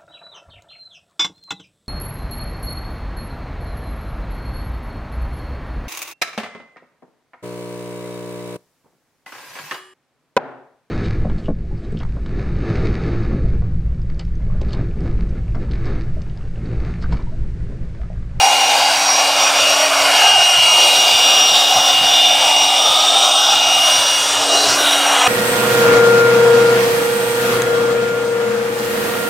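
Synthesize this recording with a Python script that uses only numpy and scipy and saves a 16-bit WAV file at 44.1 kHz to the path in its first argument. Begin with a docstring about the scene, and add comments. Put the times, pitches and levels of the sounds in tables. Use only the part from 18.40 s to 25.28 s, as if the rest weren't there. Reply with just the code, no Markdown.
"""A small electric blower pump runs without a break, carried about beside a car wheel outdoors.
From the start its ten blades whine, its shaft hums and air rushes through the housing and nozzle,
over a low rumble. Echoes off the wheel and car body sweep through the rush as the hand moves.
Near 2 s the whine peaks and stray gusts begin to brush the microphone. From about 3 to 5 s the intake's
breathy whistle stands out. After 6 s the pump passes close with a low boom, and the hum swells."""
import sys
import numpy as np
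from scipy import signal
from scipy.fft import rfft, irfft
from scipy.io import wavfile
from scipy.ndimage import uniform_filter1d

SR = 44100
rng = np.random.default_rng(int(sys.argv[2]) if len(sys.argv) > 2 else 0)


def put_to_file(sound):
    """Save the sound as 16-bit audio at rate SR, in the file named by the first command-line argument."""
    columns = np.atleast_2d(sound).T  # one column per channel
    safe = np.clip(columns, -1, 1)
    whole_steps = np.round(safe * 32767)
    wavfile.write(sys.argv[1], SR, whole_steps.astype(np.int16))


N = 303272
TIME = np.arange(N) / SR
HOP = 256  # samples per step; the rush is drawn on a grid of moments (FRAMES) by pitches (BINS)
FRAMES = np.arange(N // HOP + 5) * HOP / SR
BINS = np.fft.rfftfreq(4 * HOP, 1 / SR)


def gain_of(db):
    """Turns decibels into a number to multiply by."""
    return 10 ** (np.asarray(db) / 20)


def evened(x):
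    """Scales a signal to an average (rms) size of 1."""
    return x / np.sqrt(np.mean(x ** 2) + 1e-20)


def follow(rows, t):
    """Joins a table's rows with straight lines and reads each column at the times t."""
    times, *columns = np.transpose(rows)
    return [np.interp(t, times, column) for column in columns]


def level_at(spectrum, hz):
    """Reads a table of pitches and levels at the pitches hz."""
    pitches, db = np.transpose(spectrum)
    return np.interp(np.log(hz + 1), np.log(pitches), db)


def noise(spectrum):
    """Steady noise, as strong at each pitch as the table says."""
    gain = gain_of(level_at(spectrum, np.fft.rfftfreq(N, 1 / SR)))
    return evened(irfft(rfft(rng.standard_normal(N)) * gain, N))


def wander(hz):
    """Random drift, mostly slower than hz."""
    f = np.fft.rfftfreq(N, 1 / SR)
    return evened(irfft(rfft(rng.standard_normal(N)) / (1 + (f / hz) ** 2), N))


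def rough_tone(angle, roughness, hz):
    """A tone whose strength and timing shake at random."""
    shake = 1 + roughness * (wander(hz) + 1j * wander(hz))
    return (shake * np.exp(1j * angle)).real


def fading(hz, depth):
    """A tone and its echo slip in and out of step about hz times a second: round swells, brief dips."""
    turns = rng.random() + np.cumsum(hz * (1 + 0.512 * wander(3))) / SR
    return evened(abs(1 + depth * np.exp(2j * np.pi * turns)))


BLADES = 10
# How often a blade passes, which is the pitch of the whine: t/s, f/Hz
BLADE_PITCH = [(0, 2835), (1.3, 2837), (2, 2846), (3.25, 2841), (3.7, 2851), (4.5, 2847), (5.3, 2853),
               (6.55, 2850), (6.88, 2857)]


def shaft_angle(wobble=0.00029):
    """How far the shaft has turned, in radians; the motor creeps faster as it warms."""
    blade_hz = follow(BLADE_PITCH, TIME)[0] * (1 + wobble * wander(9.1))
    return 2 * np.pi * np.cumsum(blade_hz / BLADES) / SR


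# Tones at 1, 2 and 3 times the blade pitch, fading as the pump turns away: t/s, level/dB (before trim)
FIRST_TONE = [(0, -20), (.5, -24), (.64, -34), (.85, -22), (1.15, -27.5), (1.28, -17), (1.48, -25),
              (1.7, -22), (1.92, -11.5), (3.3, -18), (4.28, -17), (4.52, -28.5), (5.45, -16), (5.78, -19.5),
              (5.86, -29), (5.97, -19.5), (6.05, -31), (6.14, -18), (6.22, -26.5), (6.88, -22.5)]
SECOND_TONE = [(0, -26.5), (.45, -32), (.62, -25), (1.4, -27), (1.6, -32.5), (2.2, -27), (3.08, -23),
               (3.2, -27), (3.36, -18), (3.58, -33.5), (3.72, -25.5), (4.08, -30.5), (4.2, -26),
               (4.88, -29.5), (5.6, -25), (5.82, -35), (6, -27.5), (6.86, -31)]
THIRD_TONE = [(0, -34), (1.56, -32), (2.56, -27.5), (2.7, -62), (4, -35), (4.96, -27), (5.18, -43),
              (5.52, -30), (6.88, -30)]


def blade_whine(shaft, fourth_tone_db=-46.5, sway_hz=2.5):
    """Blades chop the air; uneven inflow roughens the four tones, the swaying hand makes them fade."""
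    levels = [follow(rows, TIME)[0] for rows in (FIRST_TONE, SECOND_TONE, THIRD_TONE)] + [fourth_tone_db]
    trim_db, flutter_db = (.4, 3.6, -1, 0), (.7, 1.2, 1.4, 1.5)
    roughness, fade_depth = (.08, .14, .25, .5), (.2, .6, .25, .4)
    whine = np.zeros(N)
    for k, db in enumerate(levels):
        tone = rough_tone((k + 1) * BLADES * shaft, roughness[k], hz=60)
        tone *= gain_of(flutter_db[k] * wander(14))
        tone *= fading((k + 1) * sway_hz, fade_depth[k])
        whine += gain_of(db + trim_db[k]) * evened(tone)
    return whine


# The motor's weaker tones: cycles per turn of the shaft, level/dB
MOTOR_TONES = [(9, -36.5), (11, -38)]


def motor_tones(shaft):
    """The motor adds two faint, shaky tones, just below and above the blade pitch."""
    return sum(gain_of(db) * evened(rough_tone(cycles * shaft, roughness=0.9, hz=14))
               for cycles, db in MOTOR_TONES)


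# Loudness of the hum: t/s, level/dB
HUM_LEVEL = [(0, -44), (1.7, -37.5), (2.05, -57), (2.35, -60), (2.5, -43.5), (3.48, -41.5), (5.82, -44),
             (6.1, -34.5), (6.88, -33.5)]


def shaft_hum(shaft):
    """The slightly unbalanced rotor shakes the pump once per turn."""
    return gain_of(follow(HUM_LEVEL, TIME)[0]) * evened(np.sin(shaft))


def glide(rows, sharpness, shift=1):
    """The boost in dB of one moving resonance; sharpness is its pitch divided by its width."""
    hz, db = follow(rows, FRAMES)
    return db[:, None] / (1 + (2 * sharpness * (BINS / (shift * hz[:, None]) - 1)) ** 2)


# Pitches at which the air in the housing and nozzle rings: f/Hz, width/Hz, boost/dB
CAVITIES = [(741, 350, 6), (2273, 76, 3.5), (2480, 240, 7.5), (3160, 570, 2.5), (3630, 240, 0),
            (4567, 250, 5.5), (8130, 610, 4.5)]
# Moving peaks in the rush (dips when negative): t/s, f/Hz, boost/dB
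GAP_HOWL = [(0, 792, 16.5), (.6, 795, 9.5), (1, 800, 1), (1.2, 653, 8.5), (1.65, 680, 13.5), (1.9, 767, 8),
            (2.3, 727, 5.5), (4, 748, 11), (5.25, 810, 7), (5.5, 662, 11.5), (5.8, 557, 3),
            (6.05, 674, 4.5), (6.88, 700, 1.5)]  # the hollow between pump and wheel
ARCH_RING = [(0, 1036, 12), (1.2, 1087, 6.5), (1.55, 1900, -17), (1.72, 1730, 13), (2, 1490, 4),
             (2.4, 1380, 1), (3.9, 1090, -3.5), (4.3, 1200, 9), (4.95, 1320, 9), (5.3, 1360, 10),
             (5.7, 1063, -10), (6, 1330, -5), (6.3, 1220, -8), (6.47, 1330, 0), (6.88, 1270, 5)]  # the hollow under the wheel arch
CLOSE_BOOM = [(0, 330, -1.5), (2.2, 360, -2), (2.47, 400, 6), (2.75, 400, 3), (5.5, 500, -5), (6, 470, 5),
              (6.3, 380, 12.5), (6.88, 325, 3)]  # the pump passing close to the microphone
HAND_SHADE = [(0, 3740, 0), (.8, 3600, 0.5), (2.2, 3580, -6), (2.5, 1780, -5), (3.1, 2030, -8.5),
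              (3.8, 1600, 2), (4.4, 1740, -4), (4.9, 1740, -12), (5.5, 2080, 1), (6.2, 2580, -3),
              (6.35, 4860, -2), (6.55, 5100, -7), (6.88, 5070, -13)]  # pitches blocked by the hand and housing
INTAKE_WHISTLE = [(0, 3500, 2), (.85, 3450, 1), (1.05, 3470, 5), (1.5, 3520, 0), (2.4, 3580, -10),
                  (2.7, 3560, 13), (3.2, 3680, 10), (3.5, 3610, 13), (4.4, 3600, 11), (4.9, 3680, 16),
                  (5.3, 3630, 12), (5.8, 3500, 8), (6.05, 3835, 0), (6.2, 4080, 10), (6.38, 3870, -2),
                  (6.5, 3850, 5), (6.88, 3610, 0)]  # breathy, bent by the hand
FIZZ_SHEEN = [(0, 10300, 5), (1.1, 11100, 5), (2.4, 11100, 5), (3.2, 12500, 2), (4, 12400, 2),
              (4.7, 12000, -7), (5.5, 10300, 5), (6.88, 10200, 7)]  # a bright spot that moves as the pump turns


def resonances():
    """Hollow spaces favour some pitches and obstacles weaken others: the combined boost in dB."""
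    housing = sum(db / (1 + (2 * (BINS - hz) / width) ** 2) for hz, width, db in CAVITIES)
    hollows = glide(GAP_HOWL, sharpness=9.9) + glide(ARCH_RING, sharpness=18)
    handling = glide(CLOSE_BOOM, sharpness=1.7) + glide(HAND_SHADE, sharpness=3.2)
    whistle = glide(INTAKE_WHISTLE, sharpness=15)
    # just above its whistle the intake cancels the direct sound
    dip = 0.3 * glide(INTAKE_WHISTLE, sharpness=13, shift=1.223)
    return housing + hollows + handling + whistle - dip + glide(FIZZ_SHEEN, sharpness=5.5)


# Echoes off the wheel, the car body and the hand holding the pump: t/s, delay/ms, strength (direct = 1)
OFF_WHEEL = [(0, 1.4, 0.092), (.8, 1.22, 0.18), (1.4, 1.56, 0.036), (1.9, 1.18, 0.068), (2.6, 0.7, 0.035),
             (3.8, 4.7, 0.054), (4.4, 1.87, 0.11), (5.1, 1.45, 0.1), (5.7, 1.84, 0.11), (6.3, 1.47, 0.14),
             (6.88, 1.13, 0.056)]
OFF_BODY = [(0, 2.08, 0.23), (1.4, 1.48, 0.088), (2.1, 2.83, 0.56), (2.8, 3.73, 0.055), (3.7, 3.75, 0.22),
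            (4.5, 3.26, 0.19), (5.2, 2.45, 0.082), (5.65, 2.34, 0.068), (6, 2.27, 0.24), (6.5, 3.57, 0.19),
            (6.88, 4.05, 0.32)]
OFF_HAND = [(0, 0.46, 0.24), (2.5, 0.41, 0.075), (3, 0.4, 0.32), (3.8, 0.37, 0.17), (4.8, 0.39, 0.25),
            (5.6, 0.33, 0.16), (6.2, 0.26, 0.067), (6.55, 0.33, 0.067), (6.88, 0.38, 0.065)]


def echoes():
    """Each echo adds to some pitches and cancels others; its delay changes as the hand moves."""
    total = 1
    for rows in (OFF_WHEEL, OFF_BODY, OFF_HAND):
        delay_ms, strength = follow(rows, FRAMES)
        total = total + strength[:, None] * np.exp(-2j * np.pi * delay_ms[:, None] * BINS / 1000)
    return abs(total)


# The six bands of the rush, from roar up to fizz: lowest f/Hz, highest f/Hz
BANDS = [(480, 1000), (1000, 2050), (2050, 2750), (2950, 4000), (4100, 8300), (8800, 15500)]
# A small trim added to each band: level/dB
BAND_TRIM = [0.14, -0.073, -0.49, 0.19, -1.1, 0.17]
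# Loudness of each band before its trim: t/s, level/dB
ROAR = [(0, -16.5), (.9, -19.5), (1.98, -17.5), (2.12, -21), (3.4, -22), (4.3, -20.5), (5.36, -19.5),
        (5.8, -26.5), (6.18, -20), (6.34, -24), (6.86, -18.5)]  # hollow roar
SPLASH = [(0.0, -23.5), (1.42, -23.5), (1.5, -20.0), (2.22, -25.5), (3.72, -25.5), (3.84, -28.5),
          (5.0, -22.5), (5.6, -26.5), (6.86, -18)]  # air hitting the car
HOUSING = [(0.0, -23), (2.3, -20.5), (3.42, -28), (3.58, -22.5), (3.68, -25), (4.16, -22.5), (4.52, -29),
           (5.02, -29.5), (5.28, -24), (5.96, -29), (6.36, -28.5), (6.86, -22)]  # air passing through the housing
SUCTION = [(0.0, -23.0), (0.52, -22), (0.7, -23.5), (1.04, -20), (1.54, -22.5), (3.2, -14.5), (3.38, -18),
           (3.78, -14), (4.08, -18.0), (4.68, -13), (6.26, -22.5), (6.34, -29), (6.48, -14), (6.68, -21.5),
           (6.86, -21)]  # the intake, loudest when it faces the microphone
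JET = [(0.0, -21.5), (0.7, -20), (1.64, -21.0), (2.6, -19), (3.46, -21), (3.54, -22), (5.92, -20.5),
       (6.34, -17), (6.4, -24), (6.86, -23.5)]  # hiss of the jet
FIZZ = [(0.0, -32.5), (0.64, -34), (1.72, -31.5), (1.98, -34.5), (2.56, -29.5), (2.74, -31.5),
        (5.22, -36.5), (5.46, -29), (6.02, -35), (6.5, -28), (6.86, -33)]  # highest treble


def aiming(spectrum):
    """Each band beams its own way as the pump turns: the dB change that brings it to its level."""
    change_db, total_weight = 0, 0
    for (low, high), rows, trim in zip(BANDS, (ROAR, SPLASH, HOUSING, SUCTION, JET, FIZZ), BAND_TRIM):
        inside = (BINS >= low) & (BINS < high)
        present_db = 10 * np.log10((spectrum[:, inside] ** 2).sum(1))
        wanted_db = follow(rows, FRAMES)[0] + trim
        off_centre = 2 * np.log((BINS + 1) / np.sqrt(low * high)) / np.log(high / low)
        weight = 1 / (1 + off_centre ** 8)  # blends neighbouring bands
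        change_db += (wanted_db - present_db)[:, None] * weight
        total_weight += weight
    return change_db / total_weight


def patches(grid, frames, bins):
    """Blurs random numbers into patches about this long and this wide."""
    return evened(uniform_filter1d(uniform_filter1d(grid, size=frames, axis=0), size=bins, axis=1))


# Basic tone colour of the swirling air: f/Hz, relative level/dB
RUSH_SPECTRUM = [(150, -37), (300, -21.5), (420, -15.5), (600, -6.5), (1000, -4), (1400, -3), (1950, -12),
                 (2400, -18), (3600, -15.5), (4300, -6.5), (5400, -3), (7500, -11), (10000, -24),
                 (15500, -30.5)]


def air_rush(shaft, eddy_db=0.94, ripple_db=1.86, surge_db=0.66, throb=0.02):
    """Swirling air makes noise, shaped by hollows and echoes and throbbing a little with each turn."""
    spectrum = gain_of(level_at(RUSH_SPECTRUM, BINS) + resonances()) * echoes()
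    real, imag, eddies, ripple = rng.standard_normal((4,) + spectrum.shape)
    eddies = eddy_db * patches(eddies, frames=22, bins=16)
    # many weak, later echoes leave narrow peaks that last a moment
    ripple = ripple_db * patches(ripple, frames=36, bins=2)
    grid = (real + 1j * imag) * spectrum * gain_of(aiming(spectrum) + eddies + ripple)
    rush = signal.istft(grid.T, nperseg=4 * HOP, noverlap=3 * HOP)[1][:N] * np.sqrt(3 / 2)
    return rush * gain_of(surge_db * wander(9)) * (1 + throb * np.cos(shaft))


# Tone colour of the finest hiss: f/Hz, relative level/dB
SIZZLE_SPECTRUM = [(4000, -30), (11000, -4), (14000, 8), (16000, -12)]


def sizzle(level_db=-49):
    """A fine hiss that spreads evenly in all directions, so it stays steady."""
    return gain_of(level_db) * noise(SIZZLE_SPECTRUM)


# Tone colour of the rumble: f/Hz, relative level/dB
RUMBLE_SPECTRUM = [(20, -32), (40, -20), (60, -8), (85, 1.5), (140, 0), (220, -4.5), (400, -1), (1500, -60)]
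# Loudness of the rumble: t/s, level/dB
RUMBLE_LEVEL = [(0, -49), (2.5, -47), (4.3, -48.5), (4.75, -58), (5.4, -44.5), (6.88, -51)]


def rumble(lumpy_db=3):
    """A low outdoor rumble that rises and falls unevenly."""
    return gain_of(follow(RUMBLE_LEVEL, TIME)[0] - lumpy_db * wander(7)) * noise(RUMBLE_SPECTRUM)


# Each puff of air: t/s, peak level/dB, width/s (from the peak down to 61 %)
PUFFS = [(1.988, -44, .015), (2.19, -39, 0.018), (2.735, -40, .022), (3.375, -37, 0.024),
         (3.633, -37, 0.022), (3.72, -45, 0.035), (4.507, -37, 0.01), (5.576, -44, 0.048),
         (6.303, -38, 0.037)]
# Tone colour of the puffs: f/Hz, relative level/dB
PUFF_SPECTRUM = [(20, -29), (60, 0), (130, 2), (200, 0.5), (400, -21), (1500, -70)]


def gusts():
    """Moving air bumps the microphone in short, low puffs."""
    swells = sum(gain_of(db) * np.exp(-.5 * ((TIME - t) / width) ** 2) for t, db, width in PUFFS)
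    return swells * noise(PUFF_SPECTRUM)


def scene():
    """The pump and the outdoor air; one microphone feeds both channels."""
    shaft = shaft_angle()
    pump = blade_whine(shaft) + motor_tones(shaft) + shaft_hum(shaft) + air_rush(shaft) + sizzle()
    mono = pump + rumble() + gusts()
    return np.array([mono, mono])


def record(dry, bass_hz=42, ceiling=.93, treble_hz=15780):
    """The microphone loses the deepest bass; the tallest peaks are rounded and the top treble is cut."""
    thinned = signal.sosfilt(signal.butter(2, bass_hz, "high", fs=SR, output="sos"), dry)
    rounded = thinned / (1 + (thinned / ceiling) ** 10) ** (1 / 10)
    treble_cut = signal.firwin(1023, treble_hz, window=("kaiser", 9), fs=SR)
    return signal.oaconvolve(rounded, treble_cut[None], "same")


dry = scene()
out = record(dry)
put_to_file(out)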